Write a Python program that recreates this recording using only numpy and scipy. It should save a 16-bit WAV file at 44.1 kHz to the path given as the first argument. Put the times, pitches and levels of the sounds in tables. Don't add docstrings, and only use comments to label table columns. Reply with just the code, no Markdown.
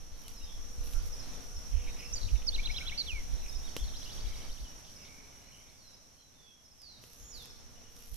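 import sys
import numpy as np
from scipy import signal
from scipy.fft import rfft, irfft
from scipy.io import wavfile
from scipy.ndimage import uniform_filter1d

SR = 44100
rng = np.random.default_rng(int(sys.argv[2]) if len(sys.argv) > 2 else 0)


def store_wav(level_fs):
    pcm = np.round(np.clip(np.atleast_2d(level_fs), -1, 1) * 32767)
    wavfile.write(sys.argv[1], SR, pcm.T.astype(np.int16))


N = 359856
T = np.arange(N) / SR


def undb(db):
    return 10 ** (np.asarray(db) / 20)


def unit(x):
    return x / np.sqrt(np.mean(x ** 2) + 1e-20)


def curve(table):
    return np.interp(T, *np.transpose(table))


def add(out, start_s, x):
    i = int(np.clip(start_s * SR, 0, N - 1))
    out[..., i:i + x.shape[-1]] += x[..., :N - i]


def pan(x, db):
    gains = np.array([undb(db / 2), undb(-db / 2)]).reshape(2, -1)
    return x * gains / np.sqrt(np.mean(gains ** 2, axis=0))


def colour(x, spectrum):
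    hz, db = np.transpose(spectrum)
    bins_hz = np.maximum(np.fft.rfftfreq(x.shape[-1], 1 / SR), 1)
    gain = undb(np.interp(np.log(bins_hz), np.log(hz), db))
    return unit(irfft(rfft(x) * gain, x.shape[-1]))


def walk(rate_hz, t=T):
    return np.interp(t * rate_hz, np.arange(4096), rng.standard_normal(4096))


def stereo_noise(correlation):
    shared = np.sqrt(correlation) * rng.standard_normal(N)
    return shared + np.sqrt(1 - correlation) * rng.standard_normal((2, N))


def arch(size):
    return np.sin(np.linspace(0, np.pi, size))


def woods(x, pan_db, wet_db, t60_s, ground_db=-14, ground_s=0.0036, lag_samples=2, cutoff_hz=9000):
    t = T[:SR]
    scatter = rng.standard_normal((2, SR)) * np.exp(0.46 * rng.standard_normal((2, SR)))
    tail = scatter * undb(-60 * t / t60_s) * (1 - np.exp(-t / 0.011))
    tail /= np.sqrt(np.sum(tail ** 2, axis=1, keepdims=True))
    tail = signal.sosfilt(signal.butter(2, cutoff_hz, fs=SR, output="sos"), tail)
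    direct = x + undb(ground_db) * np.roll(x, int(ground_s * SR))
    mics = np.array([np.roll(direct, lag_samples), direct])
    return pan(mics, pan_db) + undb(wet_db) * signal.fftconvolve(x[None], tail, axes=1)[:, :N]


# time_s, level_db
AIR_LEVEL = [(0.0, -66), (1.27, -59), (1.52, -61), (2.79, -59.5), (3.18, -60.5), (4.16, -58.5), (6.54, -73),
             (6.86, -71.5), (7.2, -67), (7.59, -66.5), (8.16, -68.5)]
# freq_hz, density_db
TREE_SPECTRUM = [(30, 9), (100, 6), (190, 0.5), (265, 1), (330, -5), (520, -4), (800, -6.5), (1300, -10.5),
                 (2000, -12), (3000, -12), (4300, -12.5), (5500, -17), (8000, -41)]
LEAF_SPECTRUM = [(2000, -6), (5000, -4), (7500, 6.5), (9500, 4.5), (11800, 8), (13400, -1)]

def breeze(trees_db=8.5, leaves_db=-0.2):
    air_db = curve(AIR_LEVEL)
    wash = colour(stereo_noise(0.26), TREE_SPECTRUM) * undb(air_db + trees_db + 1.32 * walk(11))
    hiss = colour(stereo_noise(0.03), LEAF_SPECTRUM) * undb(air_db + leaves_db + 0.96 * walk(25))
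    return pan(wash + hiss, -1)


# freq_hz, density_db
CHORUS_SPECTRUM = [(4200, -36), (5000, -22), (5350, -9), (5600, -7), (5740, -3), (5900, -6), (6060, -10.5),
                   (6270, -8.5), (6500, -16), (6850, -18), (7400, -35.5)]

def insects(stroke_hz=48, depth=0.46, wing_hz=5732, chorus_db=7, near_db=-1):
    stroke_phase = 2 * np.pi * np.cumsum(stroke_hz * (1 + 0.0514 * walk(9))) / SR
    strokes = (1 + depth * np.sin(stroke_phase)) ** 2
    sidebands = walk(160) + 1j * walk(160) + walk(22) + 1j * walk(22)
    ring = (sidebands * np.exp(2j * np.pi * wing_hz * T)).real
    near = undb(near_db) * pan(unit(ring * strokes), -2.3)
    chorus = colour(stereo_noise(0.049), CHORUS_SPECTRUM)
    chorus *= undb(chorus_db + 0.83 * walk(40) + 0.5 * walk(2.94))
    return (pan(chorus, -1.8) + near) * undb(curve(AIR_LEVEL))


# time_s, level_db
WIND_LEVEL = [(0, -53.5), (.9, -43), (1.5, -50.5), (2.6, -38), (3.8, -47), (4.4, -44.5), (5.1, -64),
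              (6.4, -78), (7.0, -77), (7.4, -62.5), (8.16, -58)]
# peak_s, level_db, pan_db
EDDY_HITS = [(.141, -40, 13), (.44, -42, 6), (.799, -34.5, -22), (0.962, -27.5, -34), (1.04, -30.5, -3),
             (1.57, -37, -7), (1.757, -24.5, -23), (1.82, -34.5, -4), (2.15, -38, -11), (2.248, -26.5, 15),
             (2.341, -22.5, -16), (2.701, -31.5, 8), (3.14, -32.5, -2), (3.329, -28.5, -14),
             (3.57, -33, -18), (3.84, -28.5, 2), (4.251, -31, 14), (4.633, -37.5, -0.5), (7.231, -46, 9),
             (7.362, -49.5, -4), (8.13, -39.5, -10)]
# freq_hz, density_db
RUMBLE_SPECTRUM = [(10, 3.5), (22, 6), (45, -7.5), (65, -6.5), (100, -39), (160, -36), (300, -62),
                   (900, -85)]
EDDY_SPECTRUM = [(10, -18), (24, 4.5), (45, 3.5), (70, -5), (105, -19), (160, -33.5), (300, -61),
                 (900, -75)]

def buffeting(eddy_s=0.02, evenness=0.17, rumble_db=5, gust_db=3):
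    rumble = colour(stereo_noise(0.017), RUMBLE_SPECTRUM)
    rumble *= undb(curve(WIND_LEVEL) + rumble_db + gust_db * walk(12))
    force = sum(pan(undb(level_db) * np.exp(-0.5 * ((T - peak_s) / eddy_s) ** 2), pan_db)
                for peak_s, level_db, pan_db in EDDY_HITS)
    swirl = colour(rng.standard_normal((2, N)), EDDY_SPECTRUM)
    envelope = np.sqrt(uniform_filter1d(np.abs(signal.hilbert(swirl)) ** 2, size=900))
    return pan(rumble, -0.35) + force * unit(swirl / envelope ** evenness)


# start_s, length_s, firing_hz, level_db
MOTOR_SWELLS = [(0, 3.4, 243.1, -63), (6.95, 1.44, 237.3, -69)]
# harmonic, level_db
MOTOR_PARTIALS = [(1, -7), (2, -2.5), (3, -11.5), (5, -10), (6, -14)]

def motor(wander=0.018, jitter=0.01402):
    out = np.zeros(N)
    for start_s, length_s, firing_hz, level_db in MOTOR_SWELLS:
        t = T[:int(length_s * SR)]
        speed = 1 + wander * walk(4, t) + jitter * walk(25, t)
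        phase = 2 * np.pi * np.cumsum(firing_hz * speed) / SR
        hum = sum(undb(db + 3.7 * walk(8.2, t)) * np.sin(k * phase) for k, db in MOTOR_PARTIALS)
        add(out, start_s, hum * undb(level_db) * np.sqrt(np.abs(arch(len(t)))))
    return woods(out, pan_db=-2.5, wet_db=-5.5, t60_s=0.57)


# start_s, length_s, level_db
STALK_SWISHES = [(0.127, 0.29, -60.5), (0.8, 0.19, -52), (1.012, 0.12, -57), (6.97, 0.34, -59),
                 (7.324, 0.17, -61), (7.862, 0.63, -56)]
# start_s, crack_db, knock_db
TWIG_SNAPS = [(0.2813, -35.5, -70), (.873, -52, -51), (.935, -40, -58), (3.7657, -29, -33.5),
              (3.772, -46, -53), (6.817, -47, -74), (7.039, -46.5, -50.5), (7.456, -41, -59),
              (7.965, -43, -71)]
# freq_hz, density_db
SWISH_SPECTRUM = [(1000, -19), (2700, -0.5), (5000, 0.5), (9000, -4), (11500, 7), (13500, 0)]
CRACK_SPECTRUM = [(300, -10), (1500, -2.5), (3000, 0.5), (5500, 4), (8500, -1), (13000, -1.5)]
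# freq_hz, decay_s, level_db
TWIG_MODES = [(315, 0.005, -14.5), (496, 0.0019, 5), (1020, 0.00081, 0), (2770, 0.00052, 10)]

def stalks(grain=0.52):
    swell = np.zeros(N)
    for start_s, length_s, level_db in STALK_SWISHES:
        add(swell, start_s, undb(level_db) * arch(int(length_s * SR)))
    out = swell * colour(stereo_noise(0.31) * np.exp(grain * walk(480)), SWISH_SPECTRUM)
    t = T[:2048]
    decay = np.exp(-t / 0.0022) + 0.16 * np.exp(-t / 0.04)
    knock = sum(undb(db) * np.sin(2 * np.pi * hz * t) * np.exp(-t / decay_s)
                for hz, decay_s, db in TWIG_MODES)
    for start_s, crack_db, knock_db in TWIG_SNAPS:
        burst = (rng.standard_normal(len(t)) + 0.57 * rng.standard_normal((2, len(t)))) * decay
        crack = colour(np.pad(burst, ((0, 0), (0, len(t)))), CRACK_SPECTRUM)[:, :len(t)]
        crack /= 2 * np.std(crack[:, :64])
        add(out, start_s, undb(crack_db) * crack + undb(knock_db) * knock)
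    return pan(out, -2.4)


def glide(length_s, start_hz, mid_hz, end_hz, level_db, crest_frac=0.57, edge_db=-10, roundness=1.25):
    u = np.linspace(0, 1, 33)
    bend = np.polyfit([0, 0.5, 1], np.log([start_hz, mid_hz, end_hz]), 2)
    from_crest = np.interp(u, [0, np.clip(crest_frac, 0.02, 0.98), 1], [1, 0, 1])
    return u * length_s, np.exp(np.polyval(bend, u)), level_db + edge_db * from_crest ** roundness


def syrinx(contour, waver, flutter_db=2.2, warble_hz=125, warble=0, throb=0, overtone_db=-42):
    time_s, hz, db = contour
    t = np.arange(max(int(time_s[-1] * SR), 256)) / SR
    shake = np.cos(2 * np.pi * warble_hz * t)
    pitch_hz = uniform_filter1d(np.interp(t, time_s, hz), size=130)
    pitch_hz *= 1 - warble * shake * arch(len(t)) + waver * walk(399, t)
    phase = 2 * np.pi * np.cumsum(pitch_hz) / SR
    edges = np.clip(np.minimum(t, t[-1] - t) / 0.0012, 0, 1)
    gain = edges * undb(np.interp(t, time_s, db) + flutter_db * walk(256, t)) * (1 - throb * shake)
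    return np.sqrt(2) * gain * (np.sin(phase) + undb(overtone_db) * np.sin(2 * phase))


def notes(rows, edge_db, **voice):
    out = np.zeros(N)
    for start_s, *note in rows:
        add(out, start_s, syrinx(glide(*note, edge_db=edge_db), **voice))
    return out


def repeated(syllable, start_s, period_s, level_db, fade_db=0, sag=0, count=2):
    return [(start_s + k * period_s + offset_s, length_s, *np.multiply(hz, 1 - k * sag),
             level_db + db - k * fade_db, crest_frac)
            for k in range(count) for offset_s, length_s, *hz, db, crest_frac in syllable]


def far_chatter(pitch_hz=3500, spread=0.13, bend=0.1, length_s=0.038, over_air_db=-6, count=36):
    rows = []
    for start_s, z in zip(rng.uniform(0, T[-1], count), rng.standard_normal((count, 6))):
        glide_hz = pitch_hz * np.exp(spread * z[1] + bend * z[2:5])
        rows.append((start_s, length_s * np.exp(0.306 * z[0]), *glide_hz, 1.5 * z[5]))
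    slurs = notes(rows, edge_db=-3, waver=0.015) * undb(curve(AIR_LEVEL) + over_air_db)
    return woods(slurs, pan_db=-4, wet_db=6.5, t60_s=0.34)


# start_s, length_s, start_hz, mid_hz, end_hz, level_db
SLUR_NOTES = [(.244, 0.046, 3070, 3030, 2830, -62.5), (.402, .034, 2510, 2805, 2940, -60),
              (1.56, 0.023, 5220, 5470, 5450, -48.5), (3.629, 0.063, 3300, 3790, 2940, -55.5),
              (3.778, .058, 2900, 3550, 3050, -54), (3.835, 0.023, 4360, 4280, 3600, -51.5),
              (3.873, .023, 4400, 3840, 3540, -54), (4.644, 0.039, 3470, 2980, 3050, -59.5),
              (5.322, .17, 2950, 2900, 2870, -73.5), (5.41, 0.13, 4100, 4170, 4140, -71),
              (5.676, .03, 3080, 4000, 4400, -66), (7.558, 0.0089, 3370, 4100, 4450, -60.5)]
# start_s, level_db
CHIP_CALLS = [(0.365, -51.5), (1.124, -47.5), (1.983, -49), (2.703, -47), (3.481, -47), (4.951, -54),
              (5.865, -59), (6.644, -60.5), (7.432, -55)]
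# offset_s, length_s, start_hz, mid_hz, end_hz, level_db, crest_frac
CHIP_SYLLABLE = [(0.0012, .029, 5320, 5280, 4780, 0, 0.51)]
TWITTER_SYLLABLE = [(.008, 0.0152, 3680, 3360, 2960, -3.5, 0.63), (.024, .011, 4300, 3890, 3760, -4, 0.36),
                    (.034, .019, 3930, 4550, 5250, -2, 1)]

def small_birds():
    slurs = notes(SLUR_NOTES, edge_db=-3.5, waver=0.0098, flutter_db=2)
    pairs = [note for start_s, db in CHIP_CALLS
             for note in repeated(CHIP_SYLLABLE, start_s, period_s=0.063, level_db=db)]
    chips = notes(pairs, edge_db=-9.5, waver=0.0034)
    run = repeated(TWITTER_SYLLABLE, start_s=3.925, period_s=0.0792, level_db=-45.5,
                   fade_db=1.03, sag=0.0084, count=9)
    twitters = notes(run, edge_db=-9, waver=0.027, flutter_db=1)
    return (woods(slurs + chips, pan_db=-4.5, wet_db=-3, t60_s=0.79)
            + woods(twitters, pan_db=-6, wet_db=-0.5, t60_s=0.72, ground_db=-7))


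# start_s, length_s, start_hz, mid_hz, end_hz, level_db, crest_frac
WHISTLE_NOTES = [(.335, 0.27, 4300, 3650, 3190, -61, 0.6), (5.745, 0.24, 5250, 4080, 3970, -65, .5),
                 (6.14, 0.16, 4400, 4120, 3850, -68.5, .5), (6.34, 0.22, 3650, 3434, 3265, -63, 0.74),
                 (6.78, 0.21, 5600, 4290, 3780, -54, 0.31), (7.165, 0.18, 6330, 6700, 6890, -55.5, .8),
                 (7.3, .14, 6700, 4180, 3390, -48.5, 0.32)]

def whistler():
    whistles = notes(WHISTLE_NOTES, edge_db=-11.5, waver=0.0039, flutter_db=2.5)
    return woods(whistles, pan_db=-7.5, wet_db=-3, t60_s=0.74, ground_db=-30)


# start_s, length_s, pitch_hz, width_hz, level_db
RASP_NOTES = [(0.93, 0.077, 1434, 250, -63), (1.698, 0.21, 2730, 1402, -60.5),
              (1.87, 0.036, 2450, 906, -53), (1.958, 0.13, 2540, 1163, -56),
              (2.209, 0.07, 4180, 986, -51.5), (2.278, .033, 2920, 1230, -54),
              (2.349, .022, 2580, 790, -56.5), (2.416, 0.016, 2630, 1040, -56),
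              (2.783, 0.087, 1447, 248, -59.5), (3.418, .093, 2500, 798, -61),
              (4.05, 0.054, 2930, 407, -55.5), (4.183, .34, 2240, 457, -64.5),
              (4.834, .08, 3330, 1500, -65), (4.957, 0.35, 2283, 419, -65.5),
              (5.043, 0.051, 3720, 1900, -62), (5.198, 0.63, 2260, 547, -72), (5.515, 0.06, 2960, 390, -65),
              (7.745, .05, 2960, 253, -70)]

def scolding(rattle_hz=50, depth=0.3):
    out = np.zeros(N)
    for start_s, length_s, pitch_hz, width_hz, level_db in RASP_NOTES:
        t = T[:int(length_s * SR)]
        sidebands = walk(width_hz, t) + 1j * walk(width_hz, t)
        tone = (sidebands * np.exp(2j * np.pi * pitch_hz * t)).real
        rattle = 1 - depth * np.cos(2 * np.pi * rattle_hz * t + walk(36, t))
        swell = np.sqrt(np.abs(arch(len(t))))
        add(out, start_s, undb(level_db) * unit(tone * rattle * swell))
    return woods(out, pan_db=-5, wet_db=-10.5, t60_s=1.0)


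# start_s, length_s, start_hz, mid_hz, end_hz, level_db, crest_frac
OPENING_NOTES = [(2.124, 0.025, 4980, 5870, 5950, -37, 0.93), (2.134, .045, 6750, 6990, 6900, -45, 0),
                 (2.155, 0.031, 5190, 4650, 4600, -37.5, .35)]
SHARP_CHIP_NOTE = [(2.468, 0.032, 5830, 4710, 4300, -25.5, 0.65)]
TRILL_NOTE = [(2.976, .049, 4480, 4400, 3900, -30, 0.59)]
FALL_NOTES = [(3.058, .062, 4140, 3190, 2470, -39.5, 0.78), (3.112, .103, 2566, 2263, 2045, -42.5, 0.089)]
# offset_s, length_s, start_hz, mid_hz, end_hz, level_db, crest_frac
ROLL_LEAD = [(.005, .025, 3400, 3510, 3870, -11, 0.97)]
ROLL_BODY = [(.03, .013, 4110, 4060, 3660, -0.5, 0.52), (.041, 0.0128, 3650, 3080, 2440, -7, 0.68),
             (.067, .025, 2070, 2310, 2488, -9.5, 0.6)]

def near_bird():
    opening = notes(OPENING_NOTES, edge_db=-9, waver=0.026, flutter_db=4)
    chip = notes(SHARP_CHIP_NOTE, edge_db=-17, waver=0.0067, flutter_db=2)
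    fall = notes(FALL_NOTES, edge_db=-12, waver=0.0081, flutter_db=2.5)
    trill = notes(TRILL_NOTE, edge_db=-8.5, waver=0.0034, warble_hz=133, warble=0.058, throb=0.39)
    pace = dict(start_s=2.514, period_s=0.1115, count=4)
    leads = notes(repeated(ROLL_LEAD, level_db=-32, fade_db=-0.8, sag=0.026, **pace),
                  edge_db=-9, waver=0.03, warble_hz=110, warble=0.035, throb=0.49)
    rolls = notes(repeated(ROLL_BODY, level_db=-31, fade_db=0.6, sag=0.0099, **pace),
                  edge_db=-8.5, waver=0.018, flutter_db=2.3, warble_hz=336, warble=0.008, throb=0.19)
    beamed = woods(chip + trill + fall, pan_db=-6.5, wet_db=-13.5, t60_s=0.69,
                   ground_db=-12, lag_samples=3, cutoff_hz=4440)
    spread = woods(opening + leads + rolls, pan_db=-6, wet_db=-7.5, t60_s=1.0,
                   lag_samples=3, cutoff_hz=6030)
    return beamed + spread


def scene():
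    birds = near_bird() + whistler() + small_birds() + scolding() + far_chatter()
    return birds + insects() + breeze() + buffeting() + stalks() + motor()


def record(dry):
    cutoff_hz = 13800
    return signal.sosfilt(signal.ellip(10, 0.2, 80, cutoff_hz, fs=SR, output="sos"), dry)


dry = scene()
out = record(dry)
store_wav(out)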